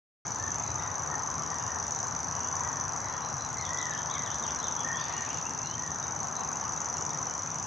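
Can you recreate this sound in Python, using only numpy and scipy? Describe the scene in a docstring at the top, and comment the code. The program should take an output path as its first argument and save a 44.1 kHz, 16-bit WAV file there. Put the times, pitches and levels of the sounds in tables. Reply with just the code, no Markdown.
"""Grasshopper warbler in a bush

A grasshopper warbler reels: its syrinx sweeps out a sharp tick and a short falling note, about 25
pairs a second, and twigs and reeds scatter the song. Farther off a small songbird runs down a phrase,
a second warbles and others purr low trills and hoarse slurs, all modulated tones. Beneath them lies
the broadband noise of leaves and a distant road. The microphone opens a quarter of a second in."""
import sys
import numpy as np
from scipy import signal
from scipy.io import wavfile
from scipy.ndimage import uniform_filter1d

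SR = 44100
rng = np.random.default_rng(int(sys.argv[2]) if len(sys.argv) > 2 else 0)


def unload_audio(sound):
    """Save the sound as a 16-bit wav file, at the path given as the first command line argument."""
    columns = np.transpose(np.atleast_2d(sound))
    # keep every value between -1 and 1, then stretch to whole-number steps
    steps = np.round(np.clip(columns, -1, 1) * 32767)
    wavfile.write(sys.argv[1], SR, steps.astype(np.int16))


N = 337806


def gain_of(db):
    """The decibel scale: 20 dB is a factor of ten in amplitude."""
    return 10 ** (np.asarray(db) / 20)


def unit_rms(x):
    """Normalisation to unit mean power."""
    return x / np.sqrt(np.mean(x ** 2) + 1e-20)


def at_frequency(points, hz):
    """Interpolation of a spectrum on a logarithmic frequency axis."""
    point_hz, values = np.transpose(points)
    return np.interp(np.log(hz + 1), np.log(point_hz + 1), values)


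def at_time(rows, t):
    """Linear interpolation of each column against the first, which is time."""
    times, *columns = np.transpose(rows)
    return [np.interp(t, times, column) for column in columns]


def add(mix, start_s, sound):
    """Superposition: a sound sums into the mix from start_s on."""
    part = mix[max(round(start_s * SR), 0):][:len(sound)]
    part += sound[:len(part)]


def diffuse_noise(spectrum, patchy_db, max_coherence):
    """A diffuse field: noise, partly coherent between left and right, with drifting patches of level."""
    # likeness of left and right: frequency_hz, coherence
    likeness = [(60, 0.54), (93, 0.85), (140, 0.83), (220, 0.65), (350, 0.16), (540, 0.56), (840, 0.69),
                (1310, 1), (2040, 0.22), (3160, 0.57), (4910, 0.52), (7630, 0.98)]
    # lean toward the road on the left: frequency_hz, left_minus_right_db
    balance = [(40, -7), (90, 1.5), (180, 3.5), (350, 5), (700, 6.5), (1300, 7.5), (2500, 1.1),
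               (5000, -1.5)]
    frames, hz = N // 512 + 5, np.fft.rfftfreq(2048, 1 / SR)
    left_re, left_im, other_re, other_im, patches = rng.standard_normal((frames, len(hz), 5)).T
    patches = uniform_filter1d(patches, size=14, axis=0)  # across frequency
    patches = unit_rms(uniform_filter1d(patches, size=9, axis=1))  # across time
    coherence = np.clip(at_frequency(likeness, hz), -1, max_coherence)[:, None]
    left = left_re + 1j * left_im
    right = coherence * left + np.sqrt(1 - coherence ** 2) * (other_re + 1j * other_im)
    lean = gain_of(at_frequency(balance, hz) / 2)[:, None]
    spectra = np.array([left * lean, right / lean])
    spectra *= gain_of(at_frequency(spectrum, hz)[:, None] + patchy_db * patches)
    noise = signal.istft(spectra, nperseg=2048, noverlap=1536)[1][:, :N]
    return noise / noise.mean(0).std()


def leaves():
    """Broadband noise: leaves and the far hum of the countryside sum to a soft hiss."""
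    # spectrum of the hiss: frequency_hz, relative_density_db
    hiss_spectrum = [(500, -24), (2000, 4.5), (2500, 1.5), (3000, -1), (4200, -1.5), (6000, -2),
                     (8500, -19.5), (12500, -27.5), (14000, -77)]
    return gain_of(-55.0) * diffuse_noise(hiss_spectrum, patchy_db=2.6, max_coherence=0.72)


def road(rumble_fade_db_per_s=0.62, drone_rise_db_per_s=0.08):
    """Incoherent sources add: a receding rumble, an engine drone and tyre roar swelling at each pass."""
    # spectra of deep rumble, engines and tyres on the road: frequency_hz, relative_density_db
    rumble_spectrum = [(20, -17), (40, -34), (58, -17), (76, 3.5), (100, 12), (122, 0), (170, -21),
                       (500, -68)]
    drone_spectrum = [(90, -53), (120, -14.5), (141, 3.5), (165, -10), (195, -10.5), (250, -9.5),
                      (340, -16), (600, -22.5), (1500, -92)]
    tyre_spectrum = [(150, -25), (400, -10.5), (580, -9), (780, -3), (1000, 0), (1350, -6.5), (1800, -12),
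                     (2400, -24.5), (4000, -39), (9000, -78)]
    # swell of the tyre roar as cars pass: time_s, level_db
    passing = [(0.4, -41.5), (1.2, -37.5), (1.3, -39), (2.4, -40), (2.6, -37), (2.8, -40.5), (3.1, -38.5),
               (3.4, -41), (4.5, -38.5), (5.1, -39.5), (5.8, -43), (6.1, -39.5), (7.3, -40), (7.5, -42)]
    t = np.arange(N) / SR
    rumble = diffuse_noise(rumble_spectrum, patchy_db=0.0, max_coherence=1.0)
    drone = diffuse_noise(drone_spectrum, patchy_db=1.2, max_coherence=1.0)
    tyres = diffuse_noise(tyre_spectrum, patchy_db=0.9, max_coherence=0.75)
    return (rumble * gain_of(-47 - rumble_fade_db_per_s * t)
            + drone * gain_of(-47.5 + drone_rise_db_per_s * t)
            + tyres * gain_of(at_time(passing, t)[0] + 0.37))


def scatter(x, t60_s, onset_s, width, sway_hz):
    """Multiple scattering: swaying plants return dense, decaying echoes; width is side over mid."""
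    t = np.arange(SR) / SR
    responses = rng.standard_normal((2, 2, SR)) * gain_of(-60 * t / t60_s) * (1 - np.exp(-t / onset_s))
    echoes = signal.oaconvolve(x[None, None], responses, axes=2)[:, :, :N]
    # moving leaves trade one echo pattern for another
    sway = 2 * np.pi * sway_hz * np.arange(N) / SR
    mid, side = (unit_rms(a * np.cos(sway) + b * np.sin(sway)) * x.std() for a, b in echoes)
    return np.array([mid + width * side, mid - width * side])


def songbird_buzz(start_s=4.96, length_s=0.484, ramp_s=0.029):
    """Band noise under a trapezoidal envelope: the dry buzz in the far songbird's flourish."""
    # spectrum of the buzz: frequency_hz, relative_density_db
    buzz_spectrum = [(1500, -13), (2400, 2), (3300, -3), (4600, -4), (6000, -44)]
    t = np.arange(N) / SR - start_s
    envelope = np.clip(np.minimum(t, length_s - t) / ramp_s, 0, 1)
    return gain_of(-52) * envelope * diffuse_noise(buzz_spectrum, patchy_db=2.0, max_coherence=.7)


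def whistles(rows, waver, flutter_db, taper, purr=0, purr_hz=0, quavers=16):
    """Frequency and amplitude modulation: gliding tones that quaver at random and may purr in pulses."""
    # one or two strokes per syllable: start_share, end_share, then evenly spaced pitch_ratios
    strokes = {"arch": [(0, 1, .91, 1, .96)], "bow": [(0, 1, .89, 1, .81)], "droop": [(0, 1, .97, 1, .94)],
               "sag": [(0, 1, .93, 1, .99, .925, .905)], "lift": [(0, 1, .89, 1, 1.02)],
               "fall": [(0, 1, 1.06, 1, .94)], "slide": [(0, 1, 1.1, 1, .89)],
               "rise": [(0, 1, .91, 1, 1.12)], "cup": [(0, 1, 1.11, 1, 1.07)],
               "hook": [(0, 1, 1.13, 1, 1.03)], "peak": [(0, .55, .84, 1, 1.12), (.45, 1, 1.12, .97, .81)],
               "dip": [(0, .45, 1.17, 1.02, .79), (.6, 1, .8, .98, 1.13)]}
    song = np.zeros(N)
    for start_s, length_s, pitch_hz, level_db, name in rows:
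        for begin, end, *ratios in strokes[name]:
            samples = max(int((end - begin) * length_s * SR), 64)
            progress = np.linspace(0, 1, samples)
            bend = np.polyfit(np.linspace(0, 1, len(ratios)), ratios, len(ratios) - 1)
            hz = pitch_hz * np.polyval(bend, progress)
            quaver, flutter = (np.interp(progress, np.linspace(0, 1, quavers), knots)
                               for knots in rng.standard_normal((2, quavers)))
            tone = np.sin(2 * np.pi * np.cumsum(hz * (1 + waver * quaver)) / SR)
            pulse = 1 + purr * np.cos(2 * np.pi * purr_hz * np.arange(samples) / SR)
            envelope = pulse * gain_of(flutter_db * flutter) * signal.windows.tukey(samples, taper)
            add(song, start_s + begin * length_s, gain_of(level_db) * unit_rms(tone * envelope))
    return song


def chip_run(start_s=.787, spacing_s=.039, length_s=.016, pitch_hz=3730, step_db=1.5):
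    """Geometric decay: five quick arched chips, each weaker than the last by the same ratio."""
    rows = [(start_s + k * spacing_s, length_s, pitch_hz, -55 - k * step_db, "arch") for k in range(5)]
    return whistles(rows, waver=.008, flutter_db=1.5, taper=.5)


def far_birds():
    """Direct and reverberant sound: distant songs arrive with a wash of echoes from the trees."""
    # the songs: start_s, length_s, pitch_hz, relative_level_db, syllable
    trill_score = [(.38, .135, 1774, -47, "droop"), (.56, 0.18, 2570, -61.5, "droop"),
                   (1.105, 0.045, 1850, -43.5, "droop"), (1.68, 0.097, 1847, -47, "droop"),
                   (2.56, 0.29, 1920, -53, "sag"), (3.67, 0.32, 1953, -43.5, "sag"),
                   (4.83, 0.17, 1854, -40.5, "droop"), (5.76, 0.16, 1870, -50.5, "droop"),
                   (7.09, 0.086, 1880, -55, "lift")]  # low and purring
    slur_score = [(.62, 0.096, 4080, -57, "droop"), (.76, 0.18, 1970, -53, "slide"),
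                  (1.49, 0.13, 1880, -52, "fall"), (1.58, .13, 2960, -60, "droop"),
                  (2.3, .2, 2920, -61, "droop"), (2.98, 0.22, 1970, -54.5, "slide"),
                  (3.08, 0.21, 2950, -64, "lift"), (3.55, 0.12, 2080, -48, "fall"),
                  (4.11, 0.2, 1990, -49, "slide"), (5.06, 0.24, 1883, -49.5, "slide"),
                  (5.625, .08, 4060, -52, "cup"), (6.34, 0.065, 3980, -53, "cup")]  # hoarse, from the farthest birds
    chirp_score = [(.81, .025, 3070, -63, "fall"), (1.415, 0.016, 3070, -57, "fall"),
                   (3.035, 0.05, 4010, -58, "droop"), (3.215, 0.044, 4060, -54, "arch"),
                   (3.385, 0.07, 4010, -53.5, "droop"), (3.57, 0.05, 4270, -55, "bow"),
                   (3.635, 0.037, 3520, -49, "slide"), (3.765, 0.07, 3660, -50, "peak"),
                   (3.91, 0.088, 3410, -51.5, "dip"), (4.09, 0.075, 3684, -48.5, "peak"),
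                   (4.238, .098, 3490, -51, "dip"), (4.425, 0.085, 3330, -51, "dip"),
                   (4.58, 0.038, 3900, -52, "hook"), (4.615, 0.065, 3610, -48.5, "peak"),
                   (4.76, 0.075, 3330, -53, "bow"), (4.915, 0.12, 3370, -50, "rise"),
                   (4.99, 0.033, 4720, -50, "fall"), (6.02, .026, 3720, -53, "hook"),
                   (6.922, 0.047, 4250, -62, "fall")]  # small birds, with the descending phrase from 3 to 5 s
    warble_score = [(5.125, .085, 2870, -51, "arch"), (5.272, .065, 2760, -50, "rise"),
                    (5.35, .043, 2850, -54, "droop"), (5.44, 0.052, 2740, -49.5, "lift"),
                    (5.59, 0.17, 2860, -52.5, "rise"), (6.4, .035, 2800, -58, "rise"),
                    (6.53, 0.047, 2750, -59, "rise"), (6.622, .04, 3000, -57, "fall"),
                    (6.663, .025, 2800, -55, "rise"), (6.768, .022, 3870, -56, "arch"),
                    (6.812, 0.083, 2990, -63, "bow"), (6.935, .04, 3000, -64, "hook"),
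                    (6.965, 0.026, 2800, -56, "lift"), (6.995, 0.056, 2970, -61, "droop"),
                    (7.098, .022, 3700, -54, "lift"), (7.28, 0.05, 3030, -57, "droop")]  # soft and clear, from 5 s on
    trills = whistles(trill_score, waver=0.016, flutter_db=2.5, taper=0.18, purr=0.97, purr_hz=51.0)
    slurs = whistles(slur_score, waver=0.0404, flutter_db=2.5, taper=0.43,
                     purr=0.63, purr_hz=44.9, quavers=40)
    chirps = whistles(chirp_score, waver=0.021, flutter_db=4.0, taper=0.29, purr=0.13, purr_hz=81.6)
    warble = whistles(warble_score, waver=0.0062, flutter_db=4.5, taper=0.21)
    chips = chip_run()
    trill_echo = scatter(trills, t60_s=0.69, onset_s=0.0042, width=0.73, sway_hz=0.507)
    slur_echo = scatter(slurs, t60_s=0.33, onset_s=0.003, width=0.45, sway_hz=0.56)
    chirp_echo = scatter(chirps, t60_s=0.39, onset_s=0.0015, width=0.57, sway_hz=0.697)
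    warble_echo = scatter(warble, t60_s=0.4, onset_s=0.006, width=0.76, sway_hz=0.585)
    low = gain_of(-1.0) * trills + gain_of(-4.5) * trill_echo
    hoarse = gain_of(-3.0) * slurs + gain_of(-2.5) * slur_echo
    high = gain_of(-2.0) * chirps + gain_of(-0.6) * chirp_echo
    clear = gain_of(-2.0) * warble + gain_of(-10) * warble_echo
    # both groups sit a little to the left
    return (low + hoarse) * gain_of([[1], [-1]]) + (high + clear + chips) * gain_of([[.7], [-.7]])


def syllable(contour, stretch, tune, octave_db, rolloff_db_per_khz=17):
    """Source and filter: the syrinx sweeps a near-pure tone; the throat damps its octave as it rises."""
    ms = np.arange(0, contour[-1][0] * stretch, 1000 / SR)
    hz, db = uniform_filter1d(np.array(at_time(contour, ms / stretch)), size=7, axis=1, mode="nearest")
    phase = 2 * np.pi * np.cumsum(hz * tune) / SR
    above_median_khz = (hz - np.median(hz)) / 1000
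    octave = gain_of(octave_db - rolloff_db_per_khz * above_median_khz) * np.sin(2 * phase)
    return gain_of(db) * signal.windows.tukey(len(ms), .1) * (np.sin(phase) + octave)


def bush(ticks, notes):
    """Early reflections and diffuse scattering join the direct song and smear it."""
    # reflections from the nearest branches and the ground: delay_ms, gain_db
    reflections = [(2.1, -11.5), (6.5, -14.5), (20.7, -17)]
    direct = ticks + notes
    early = direct.copy()
    for delay_ms, gain_db in reflections:
        add(early, delay_ms / 1000, gain_of(gain_db) * direct)
    # fine twigs throw back the higher tick more strongly than the note
    diffuse = scatter(notes + gain_of(2.0) * ticks, t60_s=0.34, onset_s=0.00035, width=0.16, sway_hz=0.597)
    return gain_of(3.5) * early + gain_of(-1.5) * diffuse


def grasshopper_warbler(tick_lead_s=.0016, note_lag_s=.0107, jitter_s=.0003):
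    """A quasi-periodic pulse train: tick, gap, note, each pair a little different, sung in a bush."""
    # pace of the reel, easing as the bird sings on: time_s, pairs_per_s
    tempo = [(0.27, 25.209), (1.05, 25.144), (1.55, 24.644), (2.0, 24.753), (2.45, 24.818), (2.9, 24.329),
             (3.3, 24.783), (3.85, 24.559), (4.3, 24.559), (4.85, 24.412), (5.08, 23.779), (5.35, 24.533),
             (5.8, 24.329), (6.25, 24.619), (6.85, 24.204), (7.2, 24.448), (7.6, 24.157)]
    # the reel as the bird turns its head: time_s, relative_level_db, pitch_hz, tick_accent_db
    reel = [(.27, -31.5, 6030, -1), (.6, -31.5, 6190, -0.5), (.9, -33.5, 6070, -1.5), (1.15, -32, 6100, -2),
            (1.37, -33, 6020, 2), (1.75, -32.5, 6060, 1), (1.97, -31.5, 6060, 1.3), (2.18, -32.5, 6030, 1),
            (2.47, -31.5, 6090, 0), (2.77, -31.5, 6050, -0.5), (3.0, -34.2, 6020, 2.3),
            (3.28, -34, 5960, -.8), (3.52, -35, 6100, 2.5), (3.77, -30.6, 6000, 1.3),
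            (3.98, -33.5, 6140, 1.3), (4.15, -31.5, 6060, 1), (4.26, -33.5, 6120, 0.5),
            (4.4, -31.5, 5990, 1), (4.76, -30, 6040, -3), (5.1, -34, 6080, 2), (5.3, -32, 6090, 1),
            (5.62, -33, 6020, 0), (5.88, -33, 6100, 0), (6.25, -33.5, 6090, 0), (6.6, -33.5, 6120, 1.2),
            (7.0, -31.1, 6030, 0.5), (7.3, -32, 6010, -1), (7.55, -34, 6090, 2)]
    # contours of the two syllables: time_ms, pitch_hz, relative_level_db
    tick_contour = [(0, 4570, -10), (.3, 5050, -7.5), (.55, 5160, -6), (.8, 5300, -4), (1.0, 6170, 2.5),
                    (1.4, 6370, 4), (1.75, 6314, 6.5), (2.0, 6650, 0), (2.3, 7340, -21), (2.9, 8500, -33)]
    note_contour = [(0, 6530, -20), (.6, 6440, -2), (1.3, 6245, 2.5), (2.0, 6075, 2.5), (3.2, 5960, -.5),
                    (4.3, 5986, -2.5), (5.4, 5920, 1), (6.3, 5730, -8), (7.4, 5700, -36)]
    t = np.arange(N) / SR
    pairs_sung = np.cumsum(at_time(tempo, t)[0]) / SR
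    pairs_sung -= np.interp(.268, t, pairs_sung)  # one pair falls at 0.268 s
    starts_s = np.interp(np.arange(np.ceil(pairs_sung[0]), pairs_sung[-1]), pairs_sung, t)
    levels_db, pitches_hz, accents_db = at_time(reel, starts_s)
    tunes = pitches_hz / pitches_hz.mean()
    ticks, notes = np.zeros((2, N))
    for start_s, level_db, accent_db, tune in zip(starts_s, levels_db, accents_db, tunes):
        tick = syllable(tick_contour, stretch=rng.normal(1, 0.1),
                        tune=rng.normal(1, 0.015), octave_db=-45)
        note = syllable(note_contour, stretch=rng.normal(1, 0.092),
                        tune=tune * rng.normal(1, 0.0068), octave_db=-41.5)
        tick_s = start_s - tick_lead_s + rng.normal(0, jitter_s)
        add(ticks, tick_s, tick * gain_of(level_db + accent_db + rng.normal(-1.5, 1.1)))
        add(notes, start_s + note_lag_s, note * gain_of(level_db + rng.normal(0.75, 0.72)))
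    return bush(ticks, notes)


def scene():
    """Superposition of the near warbler with leaves, far birds and the road."""
    return leaves() + grasshopper_warbler() + far_birds() + songbird_buzz() + road()


def record(dry):
    """Gating and band limiting: the microphone opens abruptly, and a low-pass cuts the top treble."""
    open_s, ramp_samples, cutoff_hz = .2505, 130, 13500
    gate = np.clip((np.arange(N) - open_s * SR) / ramp_samples, 0, 1)
    lowpass = signal.firwin(255, cutoff_hz, window=("kaiser", 9), fs=SR)
    return signal.oaconvolve(dry * gate, lowpass[None], "same")


dry = scene()
out = record(dry)
unload_audio(out)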